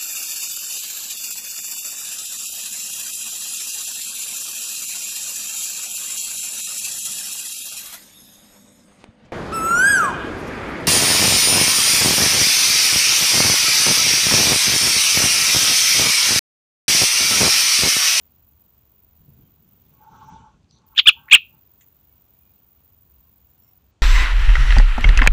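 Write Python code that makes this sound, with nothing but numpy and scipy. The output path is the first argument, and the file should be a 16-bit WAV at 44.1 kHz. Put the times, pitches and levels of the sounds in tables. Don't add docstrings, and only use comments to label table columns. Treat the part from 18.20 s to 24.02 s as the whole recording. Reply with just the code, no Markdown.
import sys
import numpy as np
from scipy import signal
from scipy.fft import rfft, irfft
from scipy.io import wavfile
from scipy.ndimage import uniform_filter1d

SR = 44100
rng = np.random.default_rng(int(sys.argv[2]) if len(sys.argv) > 2 else 0)


def store_wav(level_fs):
    pcm = np.round(np.clip(np.atleast_2d(level_fs), -1, 1) * 32767)
    wavfile.write(sys.argv[1], SR, pcm.T.astype(np.int16))


def undo_db(level):
    steps = np.asarray(level, float) / 20
    return 10 ** steps


N = 256662
T = np.arange(N) / SR

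# frequency in Hz, density in dB per Hz.
HUSH_COLOUR = [(15, -69.5), (25, -32.5), (45, -10.5), (69, -2), (124, -12), (145, -12.5), (241, -19),
               (480, -26.5), (1060, -29), (1900, -37.5), (2850, -35), (5390, -41.5), (6780, -40.5),
               (8970, -47), (11000, -57), (15500, -59), (16200, -100)]
# frequency in Hz, gain in dB.
HUSH_TOP = [(6000, -2.5), (7000, -1.5), (8200, -4), (8700, -8), (11000, -4.5)]
# start in seconds, time held in seconds, level in dB.
VEHICLES = [(.22, 0.16, -64), (.5, .1, -66), (.86, .28, -63.5), (2.15, .05, -59.5), (2.7, 0.13, -66.5),
            (3.15, .12, -66), (3.88, 0.062, -67.5), (4.7, .35, -64), (5.2, 0.19, -69.5),
            (5.62, 0.049, -64.5)]
# frequency in Hz, density in dB per Hz.
WIND_COLOUR = [(12, -39), (20, -13), (151, 3), (262, -9.5), (295, -14.5), (468, -18.5), (594, -37),
               (700, -33), (910, -86.5), (1540, -120)]
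# start in seconds, time held in seconds, level in dB.
GUSTS = [(1.005, 0.013, -58.5), (1.085, 0.059, -53), (1.2, .015, -49), (1.25, 0.67, -61.5),
         (1.91, 0.13, -54), (2.125, 0.011, -49), (2.205, 0.017, -48.5), (2.34, .01, -55.5),
         (2.36, 0.26, -64), (2.96, 0.017, -58), (3.3, 0.045, -59.5)]

# start in seconds, length in seconds, first pitch in Hz, last pitch in Hz, level in dB.
FAR_NOTES = [(3.85, .10, 2280, 2250, -78), (4.10, .10, 2250, 2450, -77), (4.19, .15, 2450, 2380, -74),
             (5.25, .11, 7150, 7250, -75), (5.36, .17, 5500, 5480, -74), (5.43, .07, 2120, 2100, -79),
             (5.40, .10, 7400, 7350, -81), (5.00, .10, 1080, 1060, -74), (5.2, .07, 960, 940, -73),
             (5.43, .07, 2650, 2600, -79), (5.48, .10, 760, 750, -73), (1.22, .04, 3250, 3050, -73),
             (2.11, .06, 3600, 3520, -69), (2.17, .05, 3100, 2900, -70), (2.09, .04, 6050, 6000, -68)]

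# start in seconds, falter in seconds, stop in seconds, level in dB.
KATYDID_BOUTS = [
    (-.1, 1.85, 2.095, -59.5),
    (2.662, 5.58, 5.705, -58.5),
]
# time in seconds, chirps a second in Hz.
KATYDID_PACE = [(0, 23.3), (.7, 23.42), (1.84, 23.1), (2.09, 23.5), (2.655, 23.5), (2.665, 24.5),
                (3.5, 23.83), (4.4, 23.6), (4.9, 22.8)]
STROKES_DB = [-11, -3, -2.5, -1]
# frequency in Hz, gain in dB.
WING = [(6000, -61), (6700, -28), (8000, -28), (8500, -61.5), (11100, -55.5), (11500, -26), (11900, -20),
        (12400, -21.5), (13200, -20.5), (13900, -12.5), (14400, -8), (14850, -0.5), (15400, -3),
        (15650, -14.5), (15900, -60)]

# start in seconds, time held in seconds, deep modes in dB, upper modes in dB.
SHOVES = [(1.74, .62, -73, -70.5), (1.822, 0.017, -50, -59), (1.85, 0.43, -50.5, -62),
          (1.945, 0.015, -45, -50.5), (2.02, 0.0055, -45, -48.5), (2.089, 0.034, -45.5, -53.5),
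          (2.23, 0.017, -50, -68), (2.57, .15, -68.5, -72), (2.73, .008, -62, -60), (2.975, .04, -58, -62),
          (3.04, 0.055, -65, -60.5), (3.34, 0.019, -67, -71)]
# frequency in Hz, width in Hz, level in dB.
WOOD_DEEP = [(830, 40, -6.5), (887, 48, 3)]
# frequency in Hz, width in Hz, level in dB.
WOOD_UPPER = [(1096.4, 52, 4.5), (1334, 88, -2), (1450, 120, -6), (1570, 15, -6.5)]
# frequency in Hz, width in Hz, level in dB.
WOOD_HISS = [(503, 240, 8), (2400, 470, -1.5), (3300, 1100, 0.5), (5955, 700, 0), (7300, 970, -8.5)]

# start in seconds, peak in dB, centre in Hz, 60 dB ring time in seconds.
TICKS = [(2.4304, -60, 5000, 0.0062), (2.4444, -58, 3500, .006), (2.510, -45, 4200, 0.01),
         (2.5544, -56.5, 5500, 0.0054), (2.5864, -54.5, 5540, .005), (2.6184, -59.5, 6000, .005),
         (2.6814, -55, 6000, .005), (5.2274, -64.5, 2500, .01)]
# start in seconds, peak in dB, centre in Hz, 60 dB ring time in seconds.
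GULPS = [
    (2.750, -46.5, 2700, 0.017),
    (3.0815, -36, 1620, .012),
    (3.0852, -31.5, 1900, .014),
    (3.0978, -29, 2400, .01),
    (3.1047, -35.5, 2567, .01),
]
# frequency in Hz, width in Hz, level in dB.
WIPE_BODY = [(6930, 690, -1), (1977, 360, -3.5), (2700, 450, -8), (3500, 570, -9)]

# time in seconds, syrinx pitch in Hz, effort in dB.
CALLS = [
    [(2.761, 830, -30.5), (2.770, 898, -27.5), (2.776, 1425, -21.5), (2.781, 1830, -3.5),
     (2.784, 1854, -4.5), (2.788, 1648, -7.5), (2.793, 1310, -5), (2.7975, 1103, -1.1), (2.804, 900, -15)],
    [(2.859, 1244, -15), (2.866, 1121, -12.5), (2.871, 1363, -7), (2.874, 1570, 1), (2.880, 1819, 4.5),
     (2.890, 1450, 0.8), (2.896, 1255, -3.5), (2.902, 1050, -17.5)],
    [(3.1115, 818.7, -12), (3.122, 1062, -2.5), (3.130, 1218, 4), (3.135, 1290, 6.5), (3.138, 1698, 2.5),
     (3.143, 1588, 1.5), (3.151, 1275, 8.5), (3.154, 1022, -6.5), (3.163, 863, -6.5)],
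]
THROAT_REST_HZ = [3350, 2980, 2894]
OVERTONES_DB = [4, 0, -1.5, -6, -20.5, -26, -32.5]
# frequency in Hz, gain in dB.
THROAT = [(700, -46.5), (1000, -33), (1300, -19), (1700, -18.5), (2000, -14), (2400, 0), (3000, 1),
          (3600, -4.5), (4200, -12.5), (5000, -24.5), (7000, -21), (9000, -41.5), (12000, -69.5)]
# delay in seconds, level in dB.
ECHOES = [(.0055, -16), (.009, -23), (.014, -25), (.021, -28.5)]


def unit(x):
    return x / np.sqrt(np.mean(x ** 2))


def columns(table):
    s, *cols = np.transpose(table)
    return [np.interp(T, s, c) for c in cols]


def during(table):
    return np.clip(np.minimum(T - table[0][0], table[-1][0] - T) / .008, 0, 1)


def decay(t, t60):
    return 1000. ** (-t / t60)


def tone(hz):
    return np.sin(2 * np.pi * np.cumsum(hz) / SR)


def lowpass(x, hz):
    return signal.sosfilt(signal.butter(6, hz, fs=SR, output="sos"), x)


def gain_at(hz, points):
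    f, db = np.transpose(points)
    return undo_db(np.interp(np.log(np.maximum(hz, 1)), np.log(f), db))


def shaped(x, points):
    hz = np.arange(N // 2 + 1) * SR / N
    return unit(irfft(rfft(x) * gain_at(hz, points), N))


def coloured(points):
    return shaped(rng.standard_normal(N), points)


def ring(x, hz, width):
    return signal.lfilter(*signal.iirpeak(min(hz, .45 * SR), hz / width, SR), x)


def steep(x, hz, width):
    return ring(ring(x, hz, 1.5 * width), hz, 1.5 * width)


def body(x, modes):
    out = np.zeros(len(x))
    for k, (hz, width, db) in enumerate(modes):
        out += (-1) ** k * undo_db(db) * steep(x, hz, width)
    return unit(out)


def walk(rate):
    hold = max(int(SR / rate), 1)
    steps = np.repeat(rng.standard_normal(N // hold + 1), hold)[:N]
    return unit(uniform_filter1d(uniform_filter1d(steps, hold), hold))


def fits(modes, depth_db, rate):
    out = np.zeros(N)
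    for hz, width, db in modes:
        out += undo_db(db + depth_db * walk(rate)) * steep(rng.standard_normal(N), hz, width)
    return unit(out)


def swells(rows, rise_s, fall_s):
    levels = []
    for s, held, db in rows:
        times = [s - 3 * rise_s, s, s + held, s + held + 3 * fall_s]
        levels.append(np.interp(T, times, [db - 90, db, db, db - 90]))
    return np.max(levels, axis=0)


def knocks(events, spread, rise_s):
    out, t = np.zeros(N + SR), T[:SR // 20]
    for s, db, hz, t60 in events:
        burst = rng.standard_normal(len(t)) * np.clip(t / rise_s, 0, 1) * decay(t, max(t60, .002))
        click = steep(steep(burst, hz, spread * hz), hz, spread * hz)
        start = int(s * SR)
        out[start:start + len(t)] += undo_db(db) * click / np.abs(click).max()
    return out[:N]


def garden():
    hush = shaped(coloured(HUSH_COLOUR), HUSH_TOP)
    low = signal.sosfiltfilt(signal.butter(2, 95, fs=SR, output="sos"), hush)
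    traffic_db = np.maximum(swells(VEHICLES, rise_s=.38, fall_s=.64), -72) + 1.5
    return undo_db(-61 + .5 * walk(12)) * (hush - low) + undo_db(traffic_db) * unit(low)


def wind():
    buffet = undo_db(2 * walk(24.18)) * coloured(WIND_COLOUR + [(2500, -130)])
    gusts = undo_db(swells(GUSTS, rise_s=.069, fall_s=.2))
    puff = undo_db(swells([(3.14, .012, -42)], rise_s=.039, fall_s=.03065))
    return (gusts + puff) * buffet


def far_birds():
    out, shimmer, waver = np.zeros(N), 1 + .3 * walk(60), 1 + .006 * walk(400)
    for s, length, hz0, hz1, db in FAR_NOTES:
        u = np.clip((T - s) / length, 0, 1)
        out += undo_db(db) * np.sin(np.pi * u) * tone((hz0 + (hz1 - hz0) * u) * waver)
    leaves = rng.standard_normal(SR // 8) * decay(T[:SR // 8], .15)
    return signal.fftconvolve(out * shimmer, 1.15 * leaves / np.linalg.norm(leaves))[:N]


def katydid():
    chirp_hz, = columns(KATYDID_PACE)
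    rows = []
    for s, falter, stop, db in KATYDID_BOUTS:
        rows += [(s, falter - s, db), (s, stop - s, db - 9.5)]
    level = undo_db(swells(rows, rise_s=.005, fall_s=.013))
    stroke = 4 * np.cumsum(chirp_hz) / SR + .3
    size = undo_db(np.array(STROKES_DB)[stroke.astype(int) % 4] + 1.3 * walk(90))
    swell = .5 + np.sin(np.pi * (stroke % 1)) ** 2
    return level * shaped(size * swell * rng.standard_normal(N), WING)


def drag():
    deep = fits(WOOD_DEEP, 1.4, 29.74)
    upper = fits(WOOD_UPPER, 2.5, 7.4)
    hiss = lowpass(fits(WOOD_HISS, 3, 40), 8300)
    rise_s, fall_s = .06, .09
    deep_db = swells([(s, held, db) for s, held, db, _ in SHOVES], rise_s, fall_s)
    upper_db = swells([(s, held, db) for s, held, _, db in SHOVES], rise_s, fall_s)
    upper_db = uniform_filter1d(upper_db, size=1500)
    hiss_db = swells([(2.08, .086, -61)], rise_s=.71, fall_s=.35)
    return undo_db(hiss_db) * hiss + undo_db(deep_db) * deep + undo_db(upper_db) * upper


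def squeak():
    from_hz, to_hz, slip_s, slide_s = 4900, 4070, 2.508, .025
    hz = from_hz + (to_hz - from_hz) * np.clip((T - slip_s) / slide_s, 0, 1)
    low = walk(1500) * tone(hz)
    high = unit(steep(rng.standard_normal(N), 6000, 250))
    low_db = swells([(2.505, .075, -64)], rise_s=.045, fall_s=.06)
    high_db = swells([(2.525, .035, -67)], rise_s=.055, fall_s=.1)
    return undo_db(low_db) * low + undo_db(high_db) * high


def claw_and_beak():
    wipe_s, wipe_db, wipe_t60_s = 3.609, -54, .11
    fade = (T > wipe_s) * decay(np.maximum(T - wipe_s, 0), wipe_t60_s)
    wipe = undo_db(wipe_db) * fade * body(rng.standard_normal(N), WIPE_BODY)
    ticks = lowpass(knocks(TICKS, spread=1.0, rise_s=.0003), 8500)
    return ticks + knocks(GULPS, spread=.41, rise_s=.0015) + wipe


def syrinx_and_throat(call, rest_hz):
    (s0, hz0, db0), (s1, hz1, db1) = call[0], call[-1]
    attack_s, release_s, edge_db, release_sag_hz = .0056, .0065, -26.5, 90
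    attack = (s0 - attack_s, hz0, db0 + edge_db)
    release = (s1 + release_s, hz1 - release_sag_hz, db1 + edge_db)
    call = [attack, *call, release]
    hz, effort_db = columns(call)
    crest_s = T[np.argmax(hz)]
    taut_hz, slack_span_hz, weak_db, weak_span_db = 1245, 200.7, -3, 25
    rising = .6 * np.clip((taut_hz - hz) / slack_span_hz, 0, 1)
    falling = (weak_db - effort_db) / weak_span_db
    slack = np.where(T < crest_s, rising, falling)
    rough = np.clip(np.clip(slack, 0, 1) + .14, 0, 1)
    nearest = uniform_filter1d(np.round(rest_hz / hz) * hz, size=130)
    throat_hz = rest_hz + .44 * (nearest - rest_hz)
    effort_db = effort_db - 9.5 * np.clip(1 - np.abs(T - crest_s) / .003, 0, 1)
    return during(call), hz, effort_db, rough, throat_hz


def songbird():
    out, wobble, flutter = np.zeros(N), walk(900), walk(1500)
    air = shaped(coloured(THROAT), [(1000, -16), (2200, -0.5), (5000, -1.5), (8000, 4.5)])
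    for call, rest_hz in zip(CALLS, THROAT_REST_HZ):
        on, hz, effort_db, rough, throat_hz = syrinx_and_throat(call, rest_hz)
        hz = uniform_filter1d(hz, size=60) * (1 + .055 * rough * wobble)
        phase = 2 * np.pi * np.cumsum(hz) / SR
        detune = 3000 / throat_hz
        voice = np.zeros(N)
        for k, db in enumerate(OVERTONES_DB, 1):
            voice += undo_db(db) * gain_at(k * hz * detune, THROAT) * np.sin(k * phase)
        strength = 1 - .34 * rough + .27 * rough * flutter
        out += on * undo_db(effort_db) * (strength * voice + .29 * rough * air)
    return signal.sosfilt(signal.butter(3, 900, "high", fs=SR, output="sos"), out)


def porch(x):
    t = T[:SR // 2]
    noise = rng.standard_normal((4, len(t)))
    quick = noise[0] * decay(t, .029) * np.clip(t / .008, 0, 1)
    tail = steep(noise[1], 2620, 450) + 1.3 * steep(noise[2], 3200, 1100) * decay(t, 1.0)
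    tail = tail * decay(t, .27) * np.clip(t / .017, 0, 1)
    scatter = np.diff(noise[3], prepend=0) * decay(t, .13) * np.clip(t / .01, 0, 1)
    answer = undo_db(-43.5) * quick + undo_db(-56) * tail + undo_db(-49.5) * scatter
    answer[0] = 1
    for lag, db in ECHOES:
        answer[int(lag * SR)] += undo_db(db)
    return signal.fftconvolve(x, answer)[:N]


def scene():
    cage = porch(songbird())
    nearby = katydid() + drag() + squeak() + claw_and_beak()
    background = far_birds() + garden() + wind()
    return (cage + nearby + background)[None]


def low_pass(x):
    return signal.sosfilt(signal.butter(12, 15630, fs=SR, output="sos"), x)


def record(dry):
    clipped = np.clip(dry, -.99, .99)
    thump = .0195 * uniform_filter1d(clipped ** 2, size=90)
    bent = signal.sosfilt(signal.butter(1, 15, "high", fs=SR, output="sos"), clipped + thump)
    return low_pass(bent)


dry = scene()
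out = record(dry)
store_wav(out)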